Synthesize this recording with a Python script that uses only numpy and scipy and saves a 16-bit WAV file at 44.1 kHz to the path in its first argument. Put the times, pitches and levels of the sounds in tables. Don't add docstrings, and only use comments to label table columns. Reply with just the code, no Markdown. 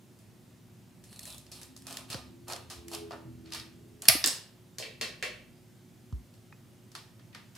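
import sys
import numpy as np
from scipy import signal
from scipy.io import wavfile
from scipy.ndimage import uniform_filter1d

SR = 44100
rng = np.random.default_rng(int(sys.argv[2]) if len(sys.argv) > 2 else 0)


def generate_wav(sig):
    pcm = np.round(np.clip(np.atleast_2d(sig).T, -1, 1) * 32767).astype(np.int16)
    wavfile.write(sys.argv[1], SR, pcm)


N = 333837
HZ = np.fft.rfftfreq(2048, 1 / SR)

# (time [s], level [dB], low at 900 Hz [dB], treble at 7.5 kHz [dB], middle at 2 kHz [dB],
# room send [dB]); the three colours are relative to the region near 5 kHz
SLIP_EVENTS = [(1.039, -46.5, -12, 3.5, -3, -1.5), (1.128, -41, 1, -3, -2, -6),
               (1.161, -44.5, -16, 2, -13, -12), (1.192, -36, -26, 7, 1, -15),
               (1.208, -46, -21, -3, -18, -12), (1.231, -39, -21, 4, -14, -13),
               (1.254, -37, -19, 5, 1, -5.5), (1.2765, -38, 1, -4, -8, -6), (1.303, -37, -6, .1, -19, -12),
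               (1.3248, -34, -19, -10, -19, -11), (1.3454, -38, 3.5, -2, -22, -8),
               (1.3803, -39, -22, 3.5, -22, -7), (1.4653, -43.5, -4, -7, -7, -6),
               (1.516, -37, -11, 0.5, -21, -1), (1.52, -35, -18, -10, -14, 3),
               (1.6145, -41.5, -1, 3, -1.5, 0.3), (1.6315, -36, -7, 0, -19, -10),
               (1.7642, -32.5, -10, -5, -17, -12), (1.7742, -45, -5, 4, -7, -3),
               (1.821, -47, -13, 2.5, -2, -5), (1.868, -31.5, -5, 1, -8, -3.5), (1.907, -36, -9, 0, -5, -2),
               (1.926, -32.5, -11, 1, -13, -6), (1.942, -38, -14, -5, -15, -11),
               (1.9699, -25, -16, -2.1, -4, -9.5), (2.101, -28.5, -10, -3, -6, 2.2),
               (2.1284, -20, -10, -18, -14, -9), (2.1441, -23.5, 3.5, -13, -9, -12),
               (2.4815, -35.5, 12, 3.5, -8, -0.3), (2.4992, -33, 5, -2, -3, -1),
               (2.5227, -25.5, -4, -3.5, -8, -10), (2.5325, -22.5, -8, -10, -14, -15),
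               (2.562, -33, 1, -1, 1, -12), (2.7, -33, -16, -2, -5.5, 3), (2.8819, -37, -25, 4, 1, -8.5),
               (2.9154, -35.5, 7.5, -1, -13, 2), (2.9343, -28.5, -10, -6, -11, -2.5),
               (2.9485, -25, -7, -3, -17, -12), (3.1187, -34, -14, -14, -13, -8),
               (3.459, -43.5, -7, -15, -3, -1.5), (3.5042, -43, -20, -8, -5, -9),
               (3.5217, -22, -15, -15.5, -9.5, -2.5), (3.5343, -23.5, -20.5, -8, -13, -5),
               (3.5463, -27.5, -5, -4, -0.5, -1.5), (3.5973, -24, -21, -19, -17, -14),
               (4.0202, -34.5, -20.5, 8.5, .1, -5), (4.054, -31, -1, -2, 2, -3.5)]
SNAP_EVENTS = [(4.0823, -14.5, -18.5, -6, -13, -8), (4.0846, -1.5, -22.5, -5, -8.5, -9.5),
               (4.092, -16.5, -5, -10.5, 1, -12.5), (4.097, -16, -2.5, -13, 1.5, -3.5)]
BOUNCE_EVENTS = [(4.2404, -6.5, -13, -12.5, -11.5, -5), (4.247, -17, -11.5, -4, -4.5, -13),
                 (4.26, -17, -30, 7, -24, -14), (4.2663, -15.5, -8.5, -7, -24, 0),
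                 (4.2739, -17.5, -14, 4.5, -5.5, -6), (4.282, -22, -6, 2.5, -27, -7)]
CLACK_EVENTS = [(4.784, -24.5, -14, -1, -7.5, .1), (4.7994, -31, 0, -22, -22.5, .1),
                (4.8249, -26.5, -31, -23, 4.5, .1), (5.012, -17, -13.5, -6.5, -2.5, 0.088),
                (5.0294, -32.5, -2.5, -24.5, 11.5, .1), (5.2255, -23, -8, -4, 9, .1),
                (5.2334, -28.5, -3.5, -14, -19, .1)]
TAP_EVENTS = [(0.188, -54.5, -17, 2.1, -3, -0.5), (3.1079, -39, 20, -11, 0.5, -10),
              (6.125, -49.5, 12.5, -9, -2.3, -16), (6.339, -53, -12, -2.7, -2, -1.5),
              (6.525, -53, 21, -12, 9, -19), (6.917, -45.5, -7, -2.5, -7, -4),
              (6.951, -28.5, 1.5, -7.5, -5, -3.5), (6.960, -37, 4.5, -11.5, -1.5, -8),
              (7.195, -51, 4, -17, 6, -5.5), (7.329, -49.5, -12, -25.5, 8.5, -1),
              (7.3479, -34.5, 2, -9, 5, -5.5), (7.356, -43.5, 9.5, -17, -8.5, -3),
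              (7.551, -46, -8, 0, -1.1, 3), (7.562, -49, 12.5, -6, 5.5, 3)]

SLIP_KIND = -5.5, -5.5, -.6, 1.04
SNAP_KIND = -10, 3, -0.2, 1.36
BOUNCE_KIND = 2, -6.5, -0.6, 0.94
CLACK_KIND = 11.5, -7.5, 1.5, 0.71
TAP_KIND = -13, -4.5, 0, 1.24
SCATTER_DB = 0.5

# (frequency [Hz], width [Hz], strength over a flat base [dB])
CARD_MODES = [(647, 113, 3), (1222, 97, 3.5), (1780, 290, 2), (2622, 50, -17), (2890, 75, -10),
              (4376, 100, 1), (5160, 360, 1.5), (8440, 180, 4.5), (10040, 170, 5), (12400, 290, -40)]
BLADE_MODES = [(675, 130, 18), (1216, 87, 9.1), (1920, 200, 6), (2455, 670, 5.8), (4380, 470, 2.7),
               (4740, 340, 3.5), (5360, 370, 7.7), (6250, 150, 5), (8370, 290, 6.1), (10270, 2300, 5.6),
               (11020, 690, 9), (12300, 1700, 2)]
STRIP_MODES = [(1100, 190, 6.6), (1730, 410, 9.2), (2830, 250, 3), (3700, 160, 2.2), (5030, 300, 6),
               (5500, 220, 6.1), (6700, 224, 1.8), (7930, 730, 5.1), (9500, 1400, 2)]
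HANDLE_MODES = [(434, 43, 5.7), (608, 190, 8.9), (1092, 100, 12.1), (1673, 46, 5.8), (1847, 130, 3.3),
                (2305, 140, 4.1), (2666, 150, 6.7), (3186, 130, 2.5), (4330, 260, 4.5), (5100, 174, 3.9),
                (6400, 58, 2.3), (6900, 39, 2.1)]

# (start [s], rise [s], hold [s], level before halving [dB],
# then relative to the middle: low body [dB], blade rasp [dB], top [dB])
BLADE_STROKES = [(1.03, .09, .06, -62.5, -3, 2, 7), (1.18, .03, 0.13, -56.5, -1.3, 3.5, 9),
                 (1.509, 0.0089, 0.092, -55, -0.5, -4, 4), (1.855, 0.024, 0.099, -48, 1, -17, -2),
                 (2.082, .022, 0.026, -42.5, -4.5, -10, -3.5), (2.14, .004, 0.01, -48, 7.5, -14, -9),
                 (2.469, 0.045, .02, -45, 6, -6, -2), (2.695, 0.014, 0.01, -44.5, 2.5, -14, -4),
                 (2.875, 0.062, 0.0068, -44, -2, -12, 0), (3.108, 0.0052, .005, -55, 13, -24, -8),
                 (3.44, 0.0083, 0.043, -60.5, -3, -13, -13), (3.512, .009, .025, -43, -1, -18, -2.5),
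                 (4.02, .004, .012, -50.5, 1, -6.5, 2), (4.049, .005, .022, -46, -0.5, -1, -3)]
RISE_DB, RELEASE_DB_PER_S = 16.5, 269.5
RASP_HZ, RASP_SAG_HZ_PER_S = 4320, 4900

# (time [s], level [dB], settled pitch [Hz], T60 [s], starting pitch [factor])
LOW_SWINGS = [(2.099, -33, 109.3, 0.049, 1.4), (2.143, -28.5, 92.5, 0.096, 4.8), (2.17, -48, 72, 0.53, 1.7),
              (2.759, -46, 70.3, 0.39, 1.42), (3.25, -43, 121.6, 1, 1.5), (4.084, -27, 112.5, 0.12, 3.1),
              (4.11, -44.5, 72, .51, 0.97), (4.152, -20.5, 298, 0.033, 0.97),
              (4.247, -33.5, 321, 0.099, 0.93), (4.267, -36, 269, 0.12, 0.9), (4.786, -42, 110, 0.18, 1.3),
              (5.022, -44, 220, 0.24, 1.3), (6.1252, -21.5, 59, 0.18, 4.1)]
# (time [s], level [dB], settled pitch [Hz], T60 [s],
# starting pitch [factor])
CARD_PINGS = [(2.15, -37, 540, 0.068, 0.89), (2.53, -40.5, 693, 0.16, 1), (3.109, -47, 722, 0.14, 0.97),
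              (4.086, -34, 1250, .07, 1), (4.087, -32, 663, 0.062, 1), (4.150, -38.5, 500, 0.068, 0.98),
              (6.5248, -53, 2540, .08, 0.93), (6.5246, -56.5, 1300, 0.051, 1),
              (6.951, -46, 1140, 0.15, 0.99), (7.3503, -47, 1820, 0.045, 0.97)]

# (frequency [Hz], T60 [s])
ROOM_DECAY = [(200, 0.6), (1000, 0.41), (3000, 0.46), (6000, 0.34), (12000, 0.31)]
# (time [s], firing rate [Hz])
ENGINE_RATE = [(1.45, 85.9), (1.62, 84.5), (1.85, 89.5), (2.1, 84.4), (2.3, 83), (2.47, 89), (2.72, 88),
               (2.98, 84), (3.25, 81.9), (3.7, 81.9), (4.05, 83.4)]
ENGINE_SWELLS = {3: [(1.45, -66), (1.9, -60), (2.3, -57), (2.55, -67.5), (3.0, -59), (3.3, -58.5),
                 (4.05, -67)], 4: [(1.45, -76), (2.25, -68), (2.45, -58), (2.75, -59), (2.95, -47),
                 (3.2, -57.5), (3.55, -56), (4.05, -68.5)], 5: [(2.6, -85), (3.02, -48), (3.25, -62.5),
                 (3.7, -76), (4.05, -60)]}
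# (time [s], pitch [Hz], level [dB])
DRONE_CURVE = [(0.95, 52.1, -80), (1.26, 64.1, -63), (1.6, 72, -66), (2.2, 77, -72), (2.6, 88, -60),
               (3.0, 81.5, -59.5), (3.6, 77, -63), (3.95, 82.5, -68), (4.45, 64, -77), (5.33, 55, -63.5),
               (5.7, 47.3, -81)]
# (frequency [Hz], level [dB])
HUM_TONES = [(106, -64.5), (119, -61.5), (142, -79.5), (177, -70), (210, -69.5), (242, -67), (360.7, -67)]
# (frequency [Hz], relative level [dB])
AIR_COLOUR = [(21, -86.5), (35, -15.5), (80, -16.5), (100, -5.5), (123, -3), (168, -4.5), (212, -7),
              (320, -13), (354, -14), (446, -20), (577, -20.5), (1160, -27.5), (7550, -33), (15300, -37.5),
              (16000, -56)]
AIR_DB = -57.5
# (frequency [Hz], likeness [-1 to 1])
AIR_LIKENESS = [(40, 0.97), (80, 1), (150, 0.79), (400, 0.69), (1650, 0.58), (5000, 0.7), (15000, 0.98)]
EDGE_HZ = 16300


def slips():
    return clicks(SLIP_EVENTS, CARD_MODES, SLIP_KIND)


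def shear(cracks_per_s=4000, spread_db=2.5, rasp_width_hz=600):
    cracks = gain_of(spread_db * np.minimum(rng.exponential(1, N), 3)) * (rng.random(N) < cracks_per_s / SR)
    cracks = evened(cracks * rng.standard_normal(N)) * gain_of(3.44 * drift(78))

    # (frequency [Hz], gain [dB])
    middle_curve = [(700, -67), (2500, 7), (5000, -1), (8000, -6), (16000, -46)]
    low_curve = [(300, -12.5), (650, -4.5), (1200, -5.5), (2200, -21.0), (6000, -71)]
    top_curve = [(4000, -20.5), (8000, 15.0), (11000, 14.5), (16000, -6.5)]
    card = body_gain(CARD_MODES)
    middle, low, top = (evened(coloured(cracks, card * gain_of(read(curve, HZ)))[:N])
                        for curve in (middle_curve, low_curve, top_curve))

    strokes, t = np.array(BLADE_STROKES), np.arange(N) / SR
    latest = np.maximum(np.searchsorted(strokes[:, 0], t) - 1, 0)
    start, rise, hold, db, low_db, rasp_db, top_db = strokes[latest].T
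    since = t - start
    db = db - RISE_DB * np.clip(1 - since / rise, 0, 1)
    db = db - RELEASE_DB_PER_S * np.maximum(since - rise - hold, 0)

    rasp_hz = RASP_HZ - RASP_SAG_HZ_PER_S * np.clip(since - rise, 0, .3)
    rasp = resonate(cracks, rasp_hz, rasp_width_hz)
    rasp = evened(resonate(rasp, rasp_hz, rasp_width_hz))
    blend = middle + gain_of(low_db) * low + gain_of(rasp_db) * rasp + gain_of(top_db) * top
    return (since > 0) * gain_of(db) / 2 * blend


def snaps():
    return clicks(SNAP_EVENTS, BLADE_MODES, SNAP_KIND)


def bounces():
    return clicks(BOUNCE_EVENTS, STRIP_MODES, BOUNCE_KIND)


def clacks():
    return clicks(CLACK_EVENTS, HANDLE_MODES, CLACK_KIND)


def taps():
    return clicks(TAP_EVENTS, CARD_MODES, TAP_KIND)


def clicks(rows, modes, kind, apart=0.75):
    near, feed, t = np.zeros((2, N)), np.zeros(N), np.arange(900) / SR
    bass_db, top_db, pan_db, ms = kind
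    noise = rng.standard_normal((len(rows), 3, len(t)))
    scatter = SCATTER_DB * rng.standard_normal((len(rows), 3))
    ring = body_gain(modes) * gain_of(1.0)
    u = t * 1000 / ms
    envelope = np.sqrt(u) * np.exp(-.6 * u)
    size = np.sqrt(ms * SR / 1000)
    sides = gain_of([[pan_db / 2], [-pan_db / 2]])
    for row, (both, left, right), (a, b, c) in zip(rows, noise, scatter):
        s, db, low, treble, middle, room_db = row
        points = [(150, low + bass_db - 20), (450, low + bass_db + a), (900, low), (2000, middle + b),
                  (4700, 0.00022), (7500, treble), (12000, treble + top_db + c),
                  (14000, treble + top_db - 5.5), (16000, treble + top_db - 13)]
        body = coloured(np.ones(1), gain_of(db + read(points, HZ)) * ring)
        burst = (both + apart * np.array([left, right])) * envelope
        burst *= size / np.linalg.norm(burst, axis=1)[:, None]
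        add(near, s, signal.fftconvolve(burst, body[None], axes=1) * sides)
        add(feed, s, size * body * gain_of(room_db))
    return near, feed


def low_swings():
    return swings(LOW_SWINGS)


def pings():
    return swings(CARD_PINGS)


def swings(rows):
    out, t = np.zeros((2, N)), np.arange(SR // 2) / SR
    for s, db, hz, t60, start in rows:
        pitch = hz * (1 + (start - 1) * np.exp(-t / 0.0054))
        swing = -np.sin(2 * np.pi * np.cumsum(pitch) / SR + np.array([[.3], [-.3]]))
        onset = 1 - np.exp(-t * hz * 2.0)
        add(out, s, gain_of(db - 60 * t / t60) * swing * onset)
    return out


def room(x, alike=0.56):
    out, turn = np.zeros((2, N)), np.arange(N) / SR * 2 * np.pi * 3.1
    for k in range(3):
        taps = np.zeros((2, 30000))
        at = np.arange(100, 29980, 20) + rng.integers(0, 20, (2, 1494))
        np.put_along_axis(taps, at, rng.choice([-1., 1.], at.shape), 1)
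        taps[1] = alike * taps[0] + np.sqrt(1 - alike ** 2) * taps[1]
        hz, t, z = signal.stft(taps, SR, nperseg=256)
        decay = gain_of(-60 * t / read(ROOM_DECAY, hz)[:, None])
        tail = signal.istft(z * decay, SR, nperseg=256)[1]
        tail *= 1 - 0.37 * np.exp(-np.arange(tail.shape[1]) / SR / 0.0053)
        tail /= np.linalg.norm(tail[0])
        share = np.sqrt(2 / 3) * np.cos(turn + k * 2 * np.pi / 3)
        out += signal.oaconvolve((x * share)[None], tail, axes=1)[:, :N]
    return out


def engine():
    s, hz = np.transpose(ENGINE_RATE)
    return sum(tone(s, k * hz, *np.transpose(swell), k * .22) for k, swell in ENGINE_SWELLS.items())


def drone():
    s, hz, db = np.transpose(DRONE_CURVE)
    return tone(s, hz, s, db, .6)


def hum(waver_db=3, wavers_per_s=8):
    out, t = np.zeros(N), np.arange(N) / SR
    for hz, db in HUM_TONES:
        level = gain_of(db + waver_db * drift(wavers_per_s))
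        out += level * np.sin(2 * np.pi * hz * t + .8 * drift(7.5))
    return out


def air():
    a, b, c, d, patches = rng.standard_normal((N // 512 + 5, 1025, 5)).T
    patches = evened(uniform_filter1d(uniform_filter1d(patches, 12, 0), 10, 1))
    same = np.clip(read(AIR_LIKENESS, HZ), -1, 1)[:, None]
    left = a + 1j * b
    right = same * left + np.sqrt(1 - same ** 2) * (c + 1j * d)
    z = np.array([left, right]) * gain_of(read(AIR_COLOUR, HZ)[:, None] + patches)
    hiss = signal.istft(z, nperseg=2048, noverlap=1536)[1][:, :N]
    return gain_of(AIR_DB) * evened(hiss)


def tone(s, hz, at, db, lead):
    t = np.arange(N) / SR
    pitch = np.interp(t, s, hz) * (1 + 0.0044 * drift(11))
    turn = 2 * np.pi * np.cumsum(pitch) / SR + np.array([[lead], [0]])
    fade = np.interp(t, [at[0] - .15, at[0], at[-1], at[-1] + 0.1], [0, 1, 1, 0])
    level = gain_of(np.interp(t, at, db) + 2.5 * drift(45) + 1.7 * drift(8))
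    return fade * np.sqrt(2) * level * np.sin(turn)


def body_gain(modes):
    return np.sqrt(1 + sum(gain_of(db) ** 2 / (1 + (2 * (HZ - f) / w) ** 2) ** 2 for f, w, db in modes))


def resonate(x, hz, width):
    turn, r = np.exp(2j * np.pi * np.cumsum(hz) / SR), np.exp(-np.pi * width / SR)
    return 2 * (turn * signal.lfilter([1 - r], [1, -r], x / turn)).real


def coloured(x, gain):
    log = np.log(np.maximum(np.r_[gain, gain[-2:0:-1]], 1e-5))
    impulse = np.fft.ifft(np.exp(np.conj(signal.hilbert(log)))).real[:1024]
    return signal.oaconvolve(x, impulse)


def drift(hz):
    size = int(SR / hz)
    return evened(uniform_filter1d(uniform_filter1d(rng.standard_normal(N), size), size))


def read(points, hz):
    f, value = np.transpose(points)
    return np.interp(np.log(hz + 1), np.log(f + 1), value)


def evened(x):
    return x / np.sqrt(np.mean(x ** 2) + 1e-20)


def gain_of(db):
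    return 10 ** (np.asarray(db) / 20)


def add(mix, s, sound):
    part = mix[..., round(s * SR):][..., :sound.shape[-1]]
    part += sound[..., :part.shape[-1]]


def scene():
    contacts = slips(), snaps(), bounces(), clacks(), taps()
    near, feed = (sum(parts) for parts in zip(*contacts))
    crackle = shear()
    wet = room(gain_of(4.0) * feed + gain_of(-2.5) * crackle) * gain_of([[.2], [-.2]])
    foreground = near + crackle + wet + low_swings() + pings()
    background = engine() + drone() + hum() + air()
    return (foreground + background) * gain_of([[-.4], [.4]])


def record(dry):
    dry = signal.sosfilt(signal.butter(2, 42, "high", fs=SR, output="sos"), dry)
    lowpass = signal.firwin(511, EDGE_HZ, window=("kaiser", 9), fs=SR)
    return signal.oaconvolve(dry, lowpass[None], "same")


dry = scene()
out = record(dry)
generate_wav(out)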